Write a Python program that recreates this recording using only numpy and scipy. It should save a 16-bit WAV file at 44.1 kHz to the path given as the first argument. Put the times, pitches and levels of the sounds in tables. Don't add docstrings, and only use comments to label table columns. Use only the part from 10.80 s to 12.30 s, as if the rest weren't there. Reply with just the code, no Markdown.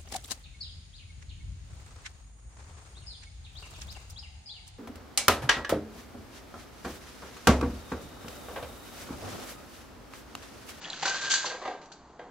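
import sys
import numpy as np
from scipy import signal
from scipy.fft import rfft, irfft
from scipy.io import wavfile

SR = 44100
rng = np.random.default_rng(int(sys.argv[2]) if len(sys.argv) > 2 else 0)


def generate_wav(sig):
    pcm = np.round(np.clip(np.atleast_2d(sig).T, -1, 1) * 32767).astype(np.int16)
    wavfile.write(sys.argv[1], SR, pcm)


N = 66150

# f/Hz, level/dB
ROOM_TONE_COLOUR = [(20, -3), (40, -3.5), (70, -7.5), (110, -11), (165, -4), (300, 1.5), (500, -6),
                    (900, -0.5), (1500, -11.5), (2500, -24), (5000, -24.5), (9000, -29.5)]
# t/s, level/dB
HUM_LEVELS = [(0, -77.5), (1.18, -72.5), (1.27, -60.5), (1.5, -76.5)]
# t/s, level/dB
RUB_LEVELS = [(0, -59), (.12, -61), (.5, -61), (.65, -70), (1, -69), (1.5, -67)]
# t/s, level/dB, note f/Hz, note against knock/dB, fade/s, tilt/(dB per octave)
RAIL_KNOCKS = [(0.057, -44.5, 770, -5, 0.042, 1), (0.2302, -35, 810, 10.5, 0.006, 5.5),
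               (0.258, -34.5, 1011, -4.5, 0.019, 5), (0.265, -31, 785, -8.5, 0.014, 8),
               (0.536, -36.5, 1100, 13, 0.0021, 4.5), (0.6431, -30, 1021, -2, 0.0073, 0),
               (0.66, -43.5, 497, -8.5, 0.073, -1.5), (0.71, -34, 620, -22, 0.022, 1.5),
               (0.745, -38.5, 518.6, 1.5, 0.0096, 2.5), (0.815, -40, 1016, -7, 0.043, 1),
               (0.849, -38.5, 1215, -6.5, .02, 0.5), (0.855, -32.5, 780, -2.5, 0.025, -0.5),
               (0.875, -32.5, 728, 3, 0.017, 0), (0.914, -42.5, 717, 9, 0.012, -2),
               (1.392, -40.5, 400, -13, 0.029, -2)]
# f/Hz, level/dB
RAIL_BODY = [(80, -25), (220, -18), (380, -3.5), (750, 0.5), (1200, -5.5), (1450, -13.5), (1900, -8),
             (2400, -15.5), (5000, -23), (9000, -37)]
# t/s, level/dB, f/Hz, rise and fade/s
SLAT_TICKS = [(0.046, -34.5, 3250, 0.0017), (0.0546, -30, 3350, 0.0013), (0.101, -26.5, 4150, 0.00055),
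              (0.101, -32, 7100, 0.0008), (0.1039, -24.5, 4020, 0.00078), (0.1322, -23, 3425, 0.00051),
              (0.137, -34.5, 1572, 0.0015), (0.2544, -21, 1496, 0.0016), (0.2687, -22, 1493, 0.0008),
              (0.516, -15.5, 4480, 0.0014), (0.5208, -16.5, 6350, 0.00068), (0.539, -19, 1614, 0.0025),
              (0.5404, -15, 6500, 0.00045), (1.116, -47.5, 1484, 0.0021)]
# t/s, level/dB, f/Hz
SLAT_PINGS = [(0.2543, -29.5, 1548), (0.303, -32.5, 1578), (0.359, -33.5, 1600), (0.417, -32.5, 1590),
              (0.456, -30.5, 1604), (0.501, -30.5, 1600), (0.53, -31, 1612), (0.589, -36.5, 1595),
              (0.663, -54, 3996), (0.7, -38.5, 1612), (0.864, -43, 1612), (0.935, -46, 1604),
              (1.118, -60, 1570), (1.394, -52.5, 1602), (1.393, -63.5, 3220)]
# t/s, level/dB
RUSTLE_LEVELS = [(0, -58.5), (.02, -46.5), (.08, -48.5), (.15, -44.5), (.215, -42.5), (.29, -41),
                 (.37, -34.5), (.405, -41.5), (.445, -34), (.47, -34), (.492, -40), (.53, -40.5), (.6, -41),
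                 (.64, -42), (.7, -41.5), (.79, -56), (.9, -53.5), (1, -70), (1.2, -67.5), (1.5, -79)]
# t/s, level/dB, rise/s, fade/s, tilt/(dB per octave)
SLAT_CLASHES = [(0.2253, -27, 0.00078, 0.019, -2.5), (0.2545, -25.5, 0.0005, 0.013, -0.5),
                (0.2632, -31, 0.0006, 0.0031, 3), (0.2741, -27, 0.00075, 0.033, -1),
                (0.296, -29, 0.00087, 0.0072, -2.5), (0.41, -35, 0.0024, 0.037, 1),
                (0.4975, -19, 0.0073, 0.033, 4.5), (0.5133, -22, 0.0025, 0.019, 5.5),
                (0.5373, -18, 0.002, 0.012, 4), (0.555, -29, 0.00077, 0.043, 2.5),
                (0.653, -23, 0.0066, 0.015, 0.5), (0.848, -38, 0.016, 0.021, -17),
                (1.014, -53.5, 0.00082, 0.037, -3), (1.056, -47.5, 0.0011, 0.0055, 6),
                (1.1178, -48.5, .0005, 0.023, 3)]
# t/s, level/dB, f/Hz, rise and fade/s
EDGE_SCRAPES = [(0.036, -29.5, 2780, 0.01), (0.044, -34.5, 1820, 0.019), (0.164, -43.5, 3350, 0.011),
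                (0.503, -18, 3100, 0.0086), (1.12, -36, 4450, 0.0045)]
# f/Hz, level/dB
CONTACT_COLOUR = [(100, -21), (350, -9), (900, -2.5), (1500, 0.5), (2200, -2), (3200, -0.5), (4500, 2),
                  (5600, 2), (7200, -3.5), (9000, -11)]
# f/Hz, relative level/dB, T60/s
HIGH_MODES = [(2962, -5, 0.15), (3395, -8, 0.18), (4070, -7.5, 0.12), (4375, -19.5, 0.084),
              (4444, -7, 0.17), (4550, -1.5, 0.091), (4845, -8, 0.15), (5156, -10.5, 0.09), (5722, -5, .16),
              (6380, -4.5, 0.19), (6850, -5.5, 0.16), (7180, -4, 0.15)]
# f/Hz, side gain/dB
MIC_WIDTH = [(30, -15), (120, -10), (300, -18.5), (600, -23.5), (1000, -20), (2000, -10), (4000, -7),
             (7000, -1)]

TOP_HZ = 8750


def undb(db):
    return 10 ** (np.asarray(db) / 20)


def unit(x):
    return x / np.sqrt(np.mean(x ** 2) + 1e-18)


def clock():
    return np.arange(N) / SR


def curve(rows):
    return undb(np.interp(clock(), *np.array(rows).T))


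def burst(start, rise, fade):
    age = np.maximum(clock() - start, 0)
    return (1 - np.exp(-age / rise)) * np.exp(-age / fade)


def tone(hz):
    return np.sin(2 * np.pi * (hz * clock() + rng.random()))


def response(points, tilt_db=0, size=2 * N):
    hz = np.maximum(np.fft.rfftfreq(size, 1 / SR), 1)
    f, db = np.array(points).T
    octaves = np.log2(np.clip(hz, 500, TOP_HZ) / TOP_HZ)
    return undb(np.interp(np.log(hz), np.log(f), db) + tilt_db * octaves)


def colour(x, points, tilt_db=0, size=2048):
    cepstrum = irfft(np.log(unit(response(points, tilt_db, size))))
    cepstrum[1:size // 2] *= 2
    cepstrum[size // 2 + 1:] = 0
    impulse = irfft(np.exp(rfft(cepstrum)))
    return signal.oaconvolve(x, impulse[None], axes=1)[:, :N]


def resonate(x, hz, t60):
    pole = np.exp((2j * np.pi * hz - np.log(1000) / t60) / SR)
    return signal.lfilter([np.sqrt(2 * (1 - abs(pole) ** 2))], [1, -pole], x).imag


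def contacts(per_s=4500, spread_db=3):
    hits = (rng.random(N) < per_s / SR) * rng.choice([-1, 1], N)
    hits = hits * undb(spread_db * np.clip(rng.standard_normal(N), -2, 2))
    places = rng.uniform(-0.94, 1, N)
    return np.array([unit(hits), unit(hits * places)])


def point_source(x):
    return np.array([x, np.zeros(N)])


def microphones(mid, side, left_lag_s=3e-5):
    left_right = rfft(mid, 2 * N) + np.array([[1], [-1]]) * rfft(side, 2 * N) * response(MIC_WIDTH)
    hz = np.fft.rfftfreq(2 * N, 1 / SR)
    lag = np.exp(-2j * np.pi * hz * np.array([[left_lag_s], [0]]))
    return irfft(left_right * lag)[:, :N]


def room_tail(low_t60=0.53, treble_t60=0.44, build_s=0.012):
    t, noise = clock(), rng.standard_normal(N)
    low = signal.sosfilt(signal.butter(2, 2000, fs=SR, output="sos"), noise)
    tail = low * undb(-60 * t / low_t60) + (noise - low) * undb(-60 * t / treble_t60)
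    tail *= 1 - np.exp(-t / build_s)
    return tail / np.sqrt(np.sum(tail ** 2))


def in_room(pair, room_db):
    mid, side = (x + undb(room_db) * signal.fftconvolve(pair[0], room_tail())[:N] for x in pair)
    return microphones(mid, side)


def room_tone(level_db=-54, waver_db=0.56):
    waver = undb(waver_db * np.interp(clock(), np.linspace(0, N / SR, 16), rng.standard_normal(16)))
    spectra = rfft(rng.standard_normal((2, 2 * N))) * response(ROOM_TONE_COLOUR)
    mid, side = (unit(irfft(spectrum)[:N]) for spectrum in spectra)
    return undb(level_db) * waver * microphones(mid, side)


def hum(hz=64):
    return np.sqrt(2) * tone(hz) * curve(HUM_LEVELS)


def body_rub(hz=162.5, width_hz=40):
    t60 = np.log(1000) / np.pi / width_hz
    return unit(resonate(rng.standard_normal(N), hz, t60)) * curve(RUB_LEVELS)


def rail_knocks(rise_s=0.0008):
    chatter, notes = 0, 0
    for start, db, hz, note_db, fade, tilt in RAIL_KNOCKS:
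        blow = undb(db) * burst(start, rise_s, fade)
        chatter += colour(blow * contacts(per_s=3000, spread_db=2), RAIL_BODY, tilt)
        notes += blow * undb(note_db) * tone(hz) * np.sqrt(2)
    return in_room(chatter, room_db=-4) + in_room(point_source(notes), room_db=-15.5)


def slat_ticks(grit_db=-18):
    ticks = 0
    for start, db, hz, length in SLAT_TICKS:
        flick = 4 * burst(start, length, length)
        ticks += undb(db) * flick * (tone(hz) + undb(grit_db) * rng.standard_normal(N))
    return ticks


def slat_pings(rise_s=0.00072, t60=0.32, beat_hz=32.22, neighbour_db=-4):
    pings = 0
    for start, db, hz in SLAT_PINGS:
        note = tone(hz)
        neighbour = undb(neighbour_db) * tone(hz - beat_hz * rng.uniform(0.85, 1.15))
        pings += undb(db) * burst(start, rise_s, t60 / np.log(1000)) * (note + neighbour)
    return pings


def slat_clatter(ring_db=-9):
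    sliding = contacts(per_s=1600, spread_db=0) * curve(RUSTLE_LEVELS)
    clatter = colour(sliding, CONTACT_COLOUR, tilt_db=-1.3)
    for start, db, rise, fade, tilt in SLAT_CLASHES:
        clash = contacts() * undb(db) * burst(start, rise, fade)
        clatter += colour(clash, CONTACT_COLOUR, tilt)
    for start, db, hz, length in EDGE_SCRAPES:
        scrape = contacts() * undb(db) * burst(start, length, length)
        clatter += resonate(scrape, hz, t60=0.012)
    ring = sum(undb(db) * resonate(clatter, hz, t60) for hz, db, t60 in HIGH_MODES)
    return clatter + undb(ring_db) * ring / np.sqrt(len(HIGH_MODES))


def scene():
    clatter = in_room(slat_clatter(), room_db=-10)
    pings_and_rub = in_room(point_source(slat_pings() + body_rub()), room_db=-9)
    ticks = in_room(point_source(slat_ticks()), room_db=-9.5)
    return clatter + pings_and_rub + ticks + rail_knocks() + room_tone() + hum()


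def record(dry):
    notch_hz, notch_width_hz = 5433, 550
    shelf_hz, shelf_db = 7870, -13.5
    hz = np.fft.rfftfreq(2 * N, 1 / SR)
    notch = abs(hz - notch_hz) / np.hypot(hz - notch_hz, notch_width_hz / 2)
    shelf = undb(shelf_db * (1 + np.tanh((hz - shelf_hz) / 250)) / 2)
    dulled = irfft(rfft(dry, 2 * N) * notch * shelf)[:, :N]
    return signal.sosfilt(signal.ellip(12, 0.2, 80, TOP_HZ, fs=SR, output="sos"), dulled)


dry = scene()
out = record(dry)
generate_wav(out)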